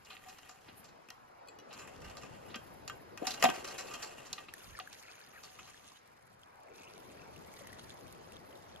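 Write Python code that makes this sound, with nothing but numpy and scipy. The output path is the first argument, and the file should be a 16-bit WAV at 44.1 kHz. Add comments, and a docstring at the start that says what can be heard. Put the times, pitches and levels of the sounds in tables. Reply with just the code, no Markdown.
"""In a pine wood, a patchy background noise swells and fades, each swell reaching from treble down to bass.
Close by, a cast-iron hand pump is worked: lever blows and rubbing noise ring the casting's modes,
under a flickering hiss; early on, a loose pin ticks briefly as damped sines. Soft low puffs lean to the right.
Water gushes from the spout as spattered noise, with drops and bubbles as damped sines rising in pitch;
rubbing and sizzle stop abruptly, then water fills a jug with low glugs. A faint echo follows the pump."""
import sys
import numpy as np
from scipy import signal
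from scipy.fft import rfft, irfft, next_fast_len
from scipy.io import wavfile
from scipy.ndimage import uniform_filter1d

SR = 44100
rng = np.random.default_rng(int(sys.argv[2]) if len(sys.argv) > 2 else 0)


def put_to_file(sound):
    """Save the sound as 16-bit audio at rate SR, in the file named by the first command-line argument."""
    columns = np.atleast_2d(sound).T  # one column per channel
    safe = np.clip(columns, -1, 1)
    whole_steps = np.round(safe * 32767)
    wavfile.write(sys.argv[1], SR, whole_steps.astype(np.int16))


N = 388080
TIME = np.arange(N) / SR  # s
CHANGE_S = 5.97  # rubbing and sizzle stop abruptly
RING = 2 ** 13  # samples in which a blow rings out

# swell of the background, before its shares are applied: time_s, bass_db, middle_db
BACKGROUND_SWELL = [(0, 2, -1), (.62, -4, -2), (.72, 8.5, 5), (1.25, -15, 9.5), (2.0, 13, 14.5),
                    (3.1, 10, 11.5), (3.5, 5.5, 20.5), (4.0, -4.5, 18), (4.4, 5, 5.5), (5.3, -4, 4),
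                    (5.65, 4, 2), (6.0, -6, -2.5), (6.3, -14, 1), (6.5, -18, 6.5), (7.1, 10, 12.5),
                    (8.8, 9.5, 11)]
# relative colour of the background: freq_hz, density_db (per Hz)
BACKGROUND_COLOUR = [(28, -26), (80, -3.5), (350, -9), (730, -3.5), (1060, -6), (2240, -13.5),
                     (3500, -21.5), (5000, -19.5), (7000, -30.5), (10000, -41), (16000, -62)]
# share of the two swells at each frequency; the treble keeps the last row: freq_hz, bass_share, middle_share
SWELL_SHARE = [(99.4, 0.82, 0.1), (455, 0, 0.9), (1360, 0, 0.37), (3130, 0.27, 0)]
# a swell fills in from the top downward: start_s, bass_reached_s, edge_hz (lower edge one second
# before the bass is reached), extra_share (just above the edge)
SWELL_EDGES = [(1.03, 1.993, 1340, .1), (6.08, 7.06, 3000, .8)]
EDGE_BEND, EDGE_TOP_HZ, EDGE_LOW_HZ = 2.23, 3600, 25  # the edge falls as time left to this power
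# thin flickering hiss high in the treble: time_s, level_db
TREBLE_HISS = [(0, -81), (.1, -71), (.72, -79), (.78, -56), (.87, -84), (1.45, -84), (2.2, -90),
               (2.45, -74.5), (3.4, -73), (4.1, -98), (4.5, -97), (8.8, -93)]
MIST_DB = -9  # the same hiss follows the water, relative to its flow

# iron on iron: start_s, force_db, thud_db, high_ring_db, rattle_s (its fall is capped at 0.2 s)
BLOWS = [(.048, -22, -22, 6, 0.05), (0.0959, -12, -20, -42, 0.16), (.167, -9, -17, -19, 0.038),
         (0.2845, -11.5, -15, -0.5, 0.12), (0.384, -11.5, -13, -1, 0.051), (0.489, -11, -13, 0, 0.1),
         (0.6808, -13.5, -5.5, -17, 0.091), (0.841, -17, -8, 2, 0.077), (0.881, -26, -8, 5, 0.072),
         (1.087, -5.5, -8, -5.5, 0.014), (1.1028, -1.5, -11, 0, 0.022), (1.7035, -14, -18, -37, 0.098),
         (1.7273, -9, -13, 0.5, 0.085), (1.785, -10, -43, -1.5, 0.14), (1.874, -11.5, -15, -4, 0.058),
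         (2.017, -11.5, -18, -3, 0.05), (2.0426, -8.5, -14, -4, 0.11), (2.097, -12, -26, -1, 0.056),
         (2.1678, -13, -38, 3.5, 0.1), (2.2132, -11.5, -23, -3, 0.22), (2.4965, -15, 1, -40, 0.13),
         (2.542, -2, -16, -42, 0.06), (2.557, -0.5, -3, -2.5, 0.042), (2.877, 0, -12, 0, 0.047),
         (2.8971, 1.5, -56, -6, 0.045), (3.174, -3.5, -22, -1.5, 0.052), (3.2171, -12.5, 16, -13.5, 0.081),
         (3.269, 9, -8.5, 1, 0.077), (3.3054, -7.5, -4.5, 9.5, 0.065), (3.338, -1, -11, 1, 0.061),
         (3.374, -9.5, -20, -13, .05), (3.397, -6.5, -2, -1.5, 0.1), (3.4245, 16.5, -18.5, -3, 0.093),
         (3.4393, 23.5, -14, -5, 0.072), (3.452, 17.5, -3, -11.5, 0.046), (3.488, 10.5, -2.5, -8, 0.067),
         (3.501, 11.5, -6, -6.5, 0.021), (3.5346, -5, -42, -2.5, 0.25), (3.575, -17, 6.5, -16, 0.073),
         (3.643, -0.5, -23, -2, 0.087), (3.674, -3, -35, 0.5, 0.11), (3.706, -8, -11, 0, 0.09),
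         (3.7803, 1, -22, -0.5, 0.14), (3.868, -18, -14, 6, 0.087), (3.907, -8, -22, -2, 0.13),
         (3.9376, 1, -8.5, -3, 0.11), (4.022, -2.5, -29, 0, 0.15), (4.254, -16, -30, 2.5, 0.12),
         (4.329, -3.5, -44, 9.5, 0.031), (4.3797, -2, -31, -21, 0.04), (4.484, -6.5, -9, -13, 0.053),
         (4.7988, -1.5, -28, -19, 0.037), (4.9275, -7.5, -13, 0, 0.029), (5.431, -13.5, -20, 3, 0.11),
         (5.5876, -7.5, -14.5, -5, 0.061), (5.675, -11.5, -13, -3, 0.071)]
# ringing modes of lever and stand: freq_hz, level_db, t60_s
IRON_MODES = [(235.8, -6, 0.17), (628, -13, 0.11), (684, -7, 0.13), (751.8, 6.5, 0.097), (863, -17, 0.088),
              (928, -11, 0.13), (1198, 2, 0.066), (1555, -7, 0.11), (1884, -12.5, 0.12),
              (2360, -16.5, 0.041), (2525, -8, 0.073), (2685, -4.5, 0.064), (2824, -6.5, 0.08),
              (3190, -7.5, 0.095), (4060, -8.5, 0.057), (4400, -2, 0.03), (6100, -17.5, 0.034),
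              (7030, -7, 0.028), (7315, -11, 0.027)]
# dense small modes between them: freq_hz, density_db (per Hz)
IRON_BED = [(71, -68.5), (120, -4), (235, 2), (530, 10.5), (748, 3.5), (1020, 0), (1170, 1), (1700, -6.5),
            (2340, -7.5), (2750, -4.5), (3660, -6.5), (5600, -12), (7300, -23), (8250, -29), (14000, -33.5),
            (15500, -50.5)]
# thud, low ring, clank, high ring: low_hz, high_hz
IRON_REGIONS = [(150, 600), (600, 1450), (1450, 4500), (4500, 16000)]
LOW_RING_DB, LOW_PER_THUD, LOW_PER_FORCE = -1, 0.35, 0.22  # heavy, thudding blows wake the low ring
# first touch of a blow, snapping in the treble: level over force plus high ring, t60, lower edge
SNAP_DB, SNAP_T60_S, SNAP_HZ = -34.5, 0.003, 7800
# pivot and rod rub in their guides, cut off at CHANGE_S: start_s, length_s, level_db
STROKES = [(0.05, 0.88, -62.5), (1.72, 0.23, -59.5), (2.04, 0.93, -63), (3.2, 0.46, -51.5),
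           (3.62, 0.847, -52), (5.42, 0.86, -65.5)]
STROKE_RISE_S, STROKE_SAG_DB_PER_S, STROKE_FALL_S, IDLE_DB = 0.094, 14, 0.1, -80
# clean modes of the loose linkage pin, each tick varies them a little:
# freq_hz, near_end_db, far_end_db, t60_s
PIN_MODES = [(2520, -3, -12, 0.11), (2895, -16, -1, .09), (3350, -9, -8, .06), (3990, -12, -6, .08),
             (4395, 2, -16, 0.05), (4720, -6, -10, .05), (5900, -18, 2.5, .06), (7337, -1, -17, 0.071)]
# the pin ticks in its hole: start_s, level_db, place (0 near end - 1 far end)
PIN_TICKS = [(1.277, -69, .9), (1.458, -69, .3), (1.474, -57, .2), (1.485, -50, .05), (1.588, -54.5, .95),
             (1.599, -60, .9)]
# low puffs, the left side 9 dB weaker: centre_s, level_db (right), length_s
PUFFS = [(2.067, -55.5, 0.15), (4.706, -53, 0.092)]

# gushes from the spout: start_s, length_s, level_db
GUSHES = [(4.55, 1.2, -60), (5.42, 0.57, -61)]
GUSH_RISE_S, GUSH_SAG_DB_PER_S, GUSH_FALL_S, TRICKLE_DB = 0.051, 5, 0.021, -78.5
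# relative colour of the spray: freq_hz, density_db (per Hz)
SPRAY_COLOUR = [(700, -35), (1300, -16), (2400, -14), (3300, -9.5), (4800, -12.5), (6600, -12.5),
                (8000, -24), (9500, -15), (13000, -41)]
SIZZLE_HZ, SIZZLE_WIDE_HZ, SIZZLE_DB = 6550, 550, -11  # a band over the spray up to the abrupt change
# single drops and bubbles, before panning: start_s, level_db, pitch_hz, splat_db (relative to level_db)
DROPS = [(4.538, -31, 1750, -6.5), (4.7896, -26, 1200, -16), (4.8742, -31.5, 1610, -19),
         (5.918, -44, 1020, -19), (6.4338, -40, 3200, -31), (6.685, -45, 2110, -35),
         (6.834, -42, 2480, -12), (6.8778, -40, 2800, -30), (6.968, -45, 2280, -25),
         (7.176, -45, 2430, -17), (7.218, -43, 2450, -27), (7.362, -40, 2670, -13), (7.5387, -43, 2100, -5),
         (7.671, -39, 1810, -4), (7.729, -35.5, 1890, -11.5), (7.904, -32.5, 3520, -27),
         (8.321, -41.5, 2620, -7), (8.367, -34.5, 3450, -23), (8.527, -43, 2940, -17),
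         (8.556, -41, 3770, -21), (8.761, -37.5, 3280, -18)]
# tiny droplets: least size over the flow before clumping, middle pitch, log spread of pitch
PATTER_DB, PATTER_HZ, PATTER_SPREAD = 1.5, 3590, 0.42
# bouts of gurgling: peak_s, level_db (least size before clumping), pitch_hz (middle)
BOUTS = [(4.72, -53, 1900), (5.1, -55, 1885), (5.3, -58, 1786), (6.9, -57.5, 2460), (7.2, -61, 2470),
         (7.72, -58, 1834)]
BOUT_FADE_DB_PER_S, GURGLE_FLOOR_DB = 39, -72  # before and after the height of a bout
# the stream into the jug: time_s, level_db
FILL = [(6.69, -91), (6.76, -62), (6.9, -64), (7.3, -64.5), (7.6, -61.5), (7.9, -62), (8.2, -67.5),
        (8.5, -67.5), (8.8, -67.5)]
# air trapped under the stream in the jug: least size once swelled in, middle pitch, log spread of pitch
GLUG_DB, GLUG_HZ, GLUG_SPREAD = -65.5, 810, .55

# how each source reaches left and right:
# freq_hz, balance_db (left minus right), likeness (0-1), right_lead_rad
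FROM_BACKGROUND = [(100.5, 4, 0.65, -0.5), (237, 5.5, 0.1, -0.5), (454, 3, 0.68, 1.5), (953, 0, 0.46, 4),
                   (1660, 1.5, 0.7, 5), (3560, 2, 0.3, 5), (6530, -6, 0.5, 11), (10300, 1, 0.8, 11),
                   (12500, -8, 0.9, 2.5)]
FROM_PUMP = [(240, 6, 0.63, 0.5), (577, 4.5, 0.7, 2.5), (1080, 0.5, 0.94, -0.4), (1610, 0.5, 0.96, 0.78),
             (3080, 1, 0.74, 0.18), (5300, -2.5, 0.25, -1), (8300, 0.5, 0.28, -4), (11800, 0.5, 1, 1.5)]
FROM_SPOUT = [(400, 4, .7, .5), (1005, -7, 0.23, 1.3), (2520, 0, 0.34, 1.13), (3550, -1.5, 0.66, 2.3),
              (4550, 1, 0.65, 2.1), (6330, -5, 0.35, 4.04), (9400, -1, 0.26, 8.9), (13800, 0, 1, 1.9)]
TOP_HZ = 16400


def amp(db):
    """Decibels to gain."""
    return 10 ** (np.asarray(db) / 20)


def unit(x):
    """Scaled to rms 1."""
    return x / np.sqrt(np.mean(x ** 2) + 1e-20)


def unit_gain(gain):
    """Rms of a response over all frequencies."""
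    return np.sqrt(np.mean(np.abs(gain) ** 2))


def along(points, hz):
    """Every column after the frequency, read on a log frequency axis."""
    f, *cols = np.transpose(points)
    return np.array([np.interp(np.log(hz + 1), np.log(f + 1), c) for c in cols])


def level(rows):
    """Gain per sample from (time_s, level_db) rows, -120 dB outside them."""
    s, db = np.transpose(rows)
    return amp(np.interp(TIME, s, db, left=-120, right=-120))


def held(rows, rise, sag_db, fall, rest_db):
    """Gain per sample of (start_s, length_s, level_db) events: rise from rest, sag while held, fall back."""
    shapes = []
    for s, length, db in rows:
        end = s + length
        corners = [s - rise / 2, s + rise / 2, end - fall / 2, end + fall / 2]
        shapes.append(np.interp(TIME, corners, [rest_db, db, db - sag_db * length, rest_db]))
    return amp(np.max(shapes, axis=0))


def wobble(rate):
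    """A random curve, rate knots a second."""
    knots = rng.standard_normal(int(N * rate / SR) + 2)
    return np.interp(TIME * rate, np.arange(len(knots)), knots)


def filtered(x, response):
    """The sound shaped by a response of frequency."""
    m = next_fast_len(N + SR // 2)
    return irfft(rfft(x, m) * response(np.fft.rfftfreq(m, 1 / SR)), m)[..., :N]


def patchy(depth_db, bins, frames, size):
    """Two noises as short-time spectra, with patches of random gain."""
    hz, t, z = signal.stft(rng.standard_normal((2, N)), SR, nperseg=size)
    field = uniform_filter1d(rng.standard_normal(z.shape[1:]), bins, 0)
    field = uniform_filter1d(field, frames, 1)
    return hz, t, z * unit(amp(depth_db * unit(field)))


def bursts(rows, attack):
    """Envelope of (start_s, level_db, t60_s) events adding in power: quick rise, exponential fall."""
    power, t = np.zeros(N + SR), np.arange(SR // 2) / SR
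    for s, db, t60 in rows:
        power[round(s * SR):][:len(t)] += amp(2 * db - 120 * t / t60) * (1 - np.exp(-t / attack))
    return np.sqrt(power[:N])


def bubbles(rows, cycles):
    """Softly started damped sines whose pitch rises as the bubble nears the surface, 60 dB down after cycles."""
    s, db, hz = rows
    t = np.arange(SR // 30) / SR
    age = hz[:, None] * t / cycles
    tone = np.sin(2 * np.pi * hz[:, None] * t * (1 + 0.056 * age))
    wave = amp(db[:, None] - 60 * age) * (1 - np.exp(-age / 0.048)) * tone
    at = np.round(s * SR).astype(int)[:, None] + np.arange(len(t))
    return np.bincount(at.ravel(), wave.ravel(), N + SR)[:N]


def ports(pair, path):
    """Two unrelated versions of a sound become left and right: shared part, own part, balance and lag."""
    m = next_fast_len(N + RING)
    shared, own = rfft(pair, m)
    balance_db, alike, lead = along(path, np.fft.rfftfreq(m, 1 / SR))
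    turn = np.arccos(np.clip(alike, 0, 1)) / 2
    shared, own = shared * np.cos(turn), own * np.sin(turn)
    tilt = amp(balance_db / 2) * np.exp(-.5j * lead)
    return irfft(np.array([(shared + own) * tilt, (shared - own) / tilt]), m)[:, :N]


def background():
    """A patchy background noise swells and fades, each swell reaching from the treble down to the bass."""
    hz, t, z = patchy(1.9, bins=5, frames=3, size=1024)
    s, *cols = np.transpose(BACKGROUND_SWELL)
    swell_db = along(SWELL_SHARE, hz).T @ np.array([np.interp(t, s, c) for c in cols])
    edge_hz, crest = 0, 0
    for start, end, speed_hz, extra in SWELL_EDGES:
        edge_hz = edge_hz + speed_hz * np.clip(end - t, 0, None) ** EDGE_BEND * (t > start)
        crest = crest + extra * (t > start) * (t < end)
    ratio = (hz[:, None] + 1) / np.clip(edge_hz, EDGE_LOW_HZ, EDGE_TOP_HZ)
    hump = np.exp(-(np.log(ratio / 1.53) / 0.49) ** 2)  # just above the edge
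    reached = (1 + crest * hump) / (1 + ratio ** -7.)
    colour = amp(along(BACKGROUND_COLOUR, hz).T)
    z = z * colour / unit_gain(colour) * amp(reached * swell_db)
    noise = signal.istft(z, SR, nperseg=1024)[1][:, :N]
    return amp(-61.5) * ports(noise, FROM_BACKGROUND)


def treble_hiss():
    """A broad high band of flickering noise around 11.8 kHz, on its own curve and following the water."""
    flicker = rng.standard_normal((2, N)) * amp(2.5 * wobble(12) + 4 * wobble(90))
    thin = unit(filtered(flicker, lambda hz: np.exp(-((hz - 11800) / 3200) ** 4)))
    return (level(TREBLE_HISS) + amp(MIST_DB) * flow()) * thin


def iron(hz, tints_db, spot_db):
    """The casting's answer: sharp modes, weighed by contact spot, over a dense bed; tints weigh the regions."""
    c, db, t60 = np.transpose(IRON_MODES)[..., None]
    width = np.log(1000) / np.pi / t60
    signs = (-1) ** np.arange(len(c))[:, None]
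    shapes = signs * 45j * hz / (c * c - hz * hz + 1j * hz * width)
    bed = amp(-4.5 + along(IRON_BED, hz)[0])
    bands = np.array([1 / (1 + 1j * hz / hi) ** 3 / (1 + lo / (1j * hz + 1e-9)) ** 3
                      for lo, hi in IRON_REGIONS])
    plain = amp(db[:, 0]) @ shapes + bed
    bands = bands / [[unit_gain(plain * band)] for band in bands]
    return (amp(db[:, 0] + spot_db) @ shapes + bed) * (amp(tints_db) @ bands)


def blows():
    """Each blow is a hard crack and a gritty rattle of small contacts, landing on its own spot."""
    s, force_db, thud_db, high_db, rattle = np.transpose(BLOWS)
    t = np.arange(RING) / SR
    fall = amp(-60 * t / np.clip(rattle, .01, .2)[:, None]) + 1.8 * amp(-60 * t / 0.0088)
    rise = 0.0052 * rattle * amp(-.55 * (force_db - 26.0))  # weak, long contacts slide in softly
    contacts = amp(4.5 * uniform_filter1d(rng.standard_normal((len(s), RING)), 36) * 6)
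    force = fall * (1 - np.exp(-t / rise[:, None])) * contacts * (t < RING / SR / 2)
    force = force[:, None] * rng.standard_normal((len(s), 2, RING))
    strength = amp(force_db) * np.sqrt(rattle)
    force = force / np.linalg.norm(force, axis=2, keepdims=True) * strength[:, None, None]

    # heavy blows vary less in tone
    spots_db = 3.5 * rng.standard_normal((len(s), len(IRON_MODES)))
    spots_db = spots_db * amp(-.5 * np.maximum(force_db, 0))[:, None]
    low_db = LOW_RING_DB + LOW_PER_THUD * thud_db + LOW_PER_FORCE * force_db
    tints_db = np.transpose([thud_db, low_db, 0 * s, high_db])
    answer = iron(np.fft.rfftfreq(RING, 1 / SR), tints_db, spots_db)
    fade = np.clip(4 * (.9 - t * SR / RING), 0, 1)  # the ringing is faded out before its window ends
    rings = irfft(rfft(force) * answer[:, None], RING) * fade
    # the force sets the energy that comes out
    answer_gain = np.sqrt(np.mean(np.abs(answer) ** 2, axis=1))
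    due = np.linalg.norm(force, axis=2) * answer_gain[:, None]
    rings = rings * (due / np.linalg.norm(rings, axis=2))[..., None]

    snap_rows = np.transpose([s, force_db + high_db + SNAP_DB, np.full_like(s, SNAP_T60_S)])
    fizz = filtered(rng.standard_normal((2, N)), lambda hz: 1 / (1 + (SNAP_HZ / (hz + 1)) ** 6))
    out = np.zeros((2, N + RING))
    out[:, :N] = bursts(snap_rows, 0.000098) * fizz
    for at, ring in zip(np.round(s * SR).astype(int), rings):
        out[:, at:at + RING] += ring
    return out[:, :N]


def scrape():
    """Gritty rubbing noise rings the casting, wandering between eight contact spots."""
    roughness = amp(2.5 * wobble(45) + 5.1 * np.clip(wobble(600), -2, 1.7))
    grit = rng.standard_normal((2, N)) * unit(roughness)
    rub = held(STROKES, STROKE_RISE_S, STROKE_SAG_DB_PER_S, STROKE_FALL_S, IDLE_DB) * (TIME < CHANGE_S)
    spots_db = 6.5 * rng.standard_normal((8, len(IRON_MODES)))
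    spots_db = spots_db - 10 * np.log10(np.mean(amp(2 * spots_db), axis=0))  # mean power kept per mode
    answers = irfft(iron(np.fft.rfftfreq(RING, 1 / SR), [-9, 4, 8.5, 3.5], spots_db), RING)
    shares = amp([10 * wobble(18) for _ in spots_db])
    shares = shares / np.linalg.norm(shares, axis=0)
    fresh = rng.choice([-1, 1], (len(shares), N))  # random signs keep the spots unrelated
    drive = (shares * fresh)[:, None] * rub * grit
    return signal.fftconvolve(drive, answers[:, None], axes=2).sum(0)[:, :N]


def pin():
    """Each tick rings the pin's modes as its place weighs them, with a tiny noise click."""
    hz, near_db, far_db, t60 = np.transpose(PIN_MODES)[..., None]
    out, t = np.zeros((2, N + RING)), np.arange(RING // 2) / SR
    for s, db, place in PIN_TICKS:
        mode_db = near_db + place * (far_db - near_db) + 1.5 * rng.standard_normal(hz.shape)
        modes = amp(mode_db - 60 * t / t60) * np.sin(2 * np.pi * hz * t)
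        ring = np.sum(modes, axis=0) * (1 - np.exp(-t / 0.00055))
        click = 1.34 * amp(-60 * t / 0.0095) * rng.standard_normal((2, len(t)))
        out[:, round(s * SR):][:, :len(t)] += amp(db) * (ring * [[1], [.6]] + click)
    return out[:, :N]


def pump():
    """Hiss, blows, rubbing and pin share one path to left and right."""
    return ports(treble_hiss() + blows() + scrape() + pin(), FROM_PUMP)


def puffs():
    """Low buffeting noise in bell-shaped puffs, stronger on the right."""
    swell = sum(amp(db) * np.exp(-((TIME - s) / length) ** 2 * 4) for s, db, length in PUFFS)
    buffet = unit(filtered(rng.standard_normal(N), lambda f: f ** 2 / (1 + (f / 65) ** 4)))
    return swell * buffet * amp([[-9], [0]])


def flow():
    """How strongly the water runs: the stronger of gushes and filling stream, over a trickle."""
    gushes = held(GUSHES, GUSH_RISE_S, GUSH_SAG_DB_PER_S, GUSH_FALL_S, TRICKLE_DB)
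    return np.maximum(gushes, level(FILL)) * (TIME > GUSHES[0][0] - GUSH_RISE_S)


def spray():
    """Countless tiny splats: patchy, spattering noise that follows the flow, plus a sizzling band."""
    noise = signal.istft(patchy(3.6, bins=8, frames=7, size=256)[2], nperseg=256)[1][:, :N]
    spatter = amp(3.5 * wobble(70) + 5 * wobble(450))
    wash = unit(filtered(spatter * noise, lambda hz: amp(along(SPRAY_COLOUR, hz)[0])))
    sizzle = filtered(rng.standard_normal((2, N)),
                      lambda hz: np.exp(-((hz - SIZZLE_HZ) / SIZZLE_WIDE_HZ) ** 2))
    sizzle = unit(sizzle) * (TIME < CHANGE_S)
    return flow() * (wash + amp(SIZZLE_DB) * sizzle)


def drops():
    """Drops that stand out, each a pitched bubble."""
    s, db, hz, _ = np.transpose(DROPS)
    return bubbles((s, db, hz), 27.0)


def splats():
    """Bright noise bursts as drops land, with 400 lesser ones from 6.05 s on."""
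    s, db, _, splat_db = np.transpose(DROPS)
    envelope = bursts(np.transpose([s, db + splat_db, np.full_like(s, .02)]), 0.00023)
    spits = rng.random((400, 2))
    lesser_db = -70 - 3.2 * np.log(spits[:, 1])
    lesser = np.transpose([6.05 + 2.75 * spits[:, 0], lesser_db, np.full(len(spits), .014)])
    envelope = envelope + bursts(lesser, 0.00017)
    bright = filtered(rng.standard_normal((2, N)), lambda f: 1 / (1 + (3000 / (f + 1)) ** 2))
    return envelope * unit(bright)


def gurgle(count):
    """Dense small bubbles that swell in bouts, with a narrower spread of pitch after the abrupt change."""
    draw = rng.random((count, 3))
    when = GUSHES[0][0] + (N / SR - GUSHES[0][0]) * draw[:, 0]
    at, bout_db, middle_hz = np.transpose(BOUTS)
    bout_db = np.max(bout_db - BOUT_FADE_DB_PER_S * np.abs(when[:, None] - at), axis=1)
    size_db = np.maximum(bout_db, GURGLE_FLOOR_DB) - 2.8 * np.log(draw[:, 1])
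    size_db = size_db + 4 * wobble(19)[(when * SR).astype(int)]
    spread = np.where(when < CHANGE_S, .8, .2)
    pitch_hz = np.interp(when, at, middle_hz) * np.exp(spread * (draw[:, 2] - .5))
    return bubbles((when, size_db, pitch_hz), 44.0)


def patter(count):
    """Short pitched droplets, clumped, their strength following the flow."""
    draw, tone = rng.random((count, 2)), rng.standard_normal(count)
    when = GUSHES[0][0] + (N / SR - GUSHES[0][0]) * draw[:, 0]
    at = (when * SR).astype(int)
    flow_db = 20 * np.log10(flow()[at] + 1e-9)
    size_db = flow_db + PATTER_DB - 3 * np.log(draw[:, 1]) + 3 * wobble(25)[at]
    pitch_hz = np.clip(PATTER_HZ * np.exp(PATTER_SPREAD * tone), 800, 13000)
    return bubbles((when, size_db, pitch_hz), 26.0)


def glug(count):
    """Dense low bubbles in the jug, swelling in as the water deepens."""
    draw, tone = rng.random((count, 2)), rng.standard_normal(count)
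    when = FILL[0][0] + (N / SR - FILL[0][0]) * draw[:, 0]
    size_db = GLUG_DB - 12 * np.exp(-(when - FILL[0][0]) / 0.13) - 3.1 * np.log(draw[:, 1])
    pitch_hz = np.clip(GLUG_HZ * np.exp(GLUG_SPREAD * tone), 350, 3000)
    return bubbles((when, size_db, pitch_hz), 28.0)


def water():
    """Noisy spray and splats with clear pitched bubbles, on one path to left and right."""
    clear = drops() + gurgle(count=1600) + patter(count=1400) + glug(count=900)
    return ports(spray() + splats() + clear * amp([[0], [-8]]), FROM_SPOUT)


def scene():
    """All sources, out of doors; the trunks return a short faint echo of the pump."""
    near = pump()
    t = np.arange(SR // 3) / SR
    trunks = rng.standard_normal((2, len(t))) * amp(-60 * t / 0.29) * (t > .012)
    echo = signal.fftconvolve(near, trunks / np.linalg.norm(trunks[0]), axes=1)[:, :N]
    return background() + near + amp(-13.5) * echo + puffs() + water()


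def record(dry):
    """Treble falls by 20 dB between 14 and 14.4 kHz; nothing sounds above TOP_HZ."""
    return filtered(dry, lambda hz: (hz < TOP_HZ) * amp(-20 * np.clip((hz - 14000) / 400, 0, 1)))


dry = scene()
out = record(dry)
put_to_file(out)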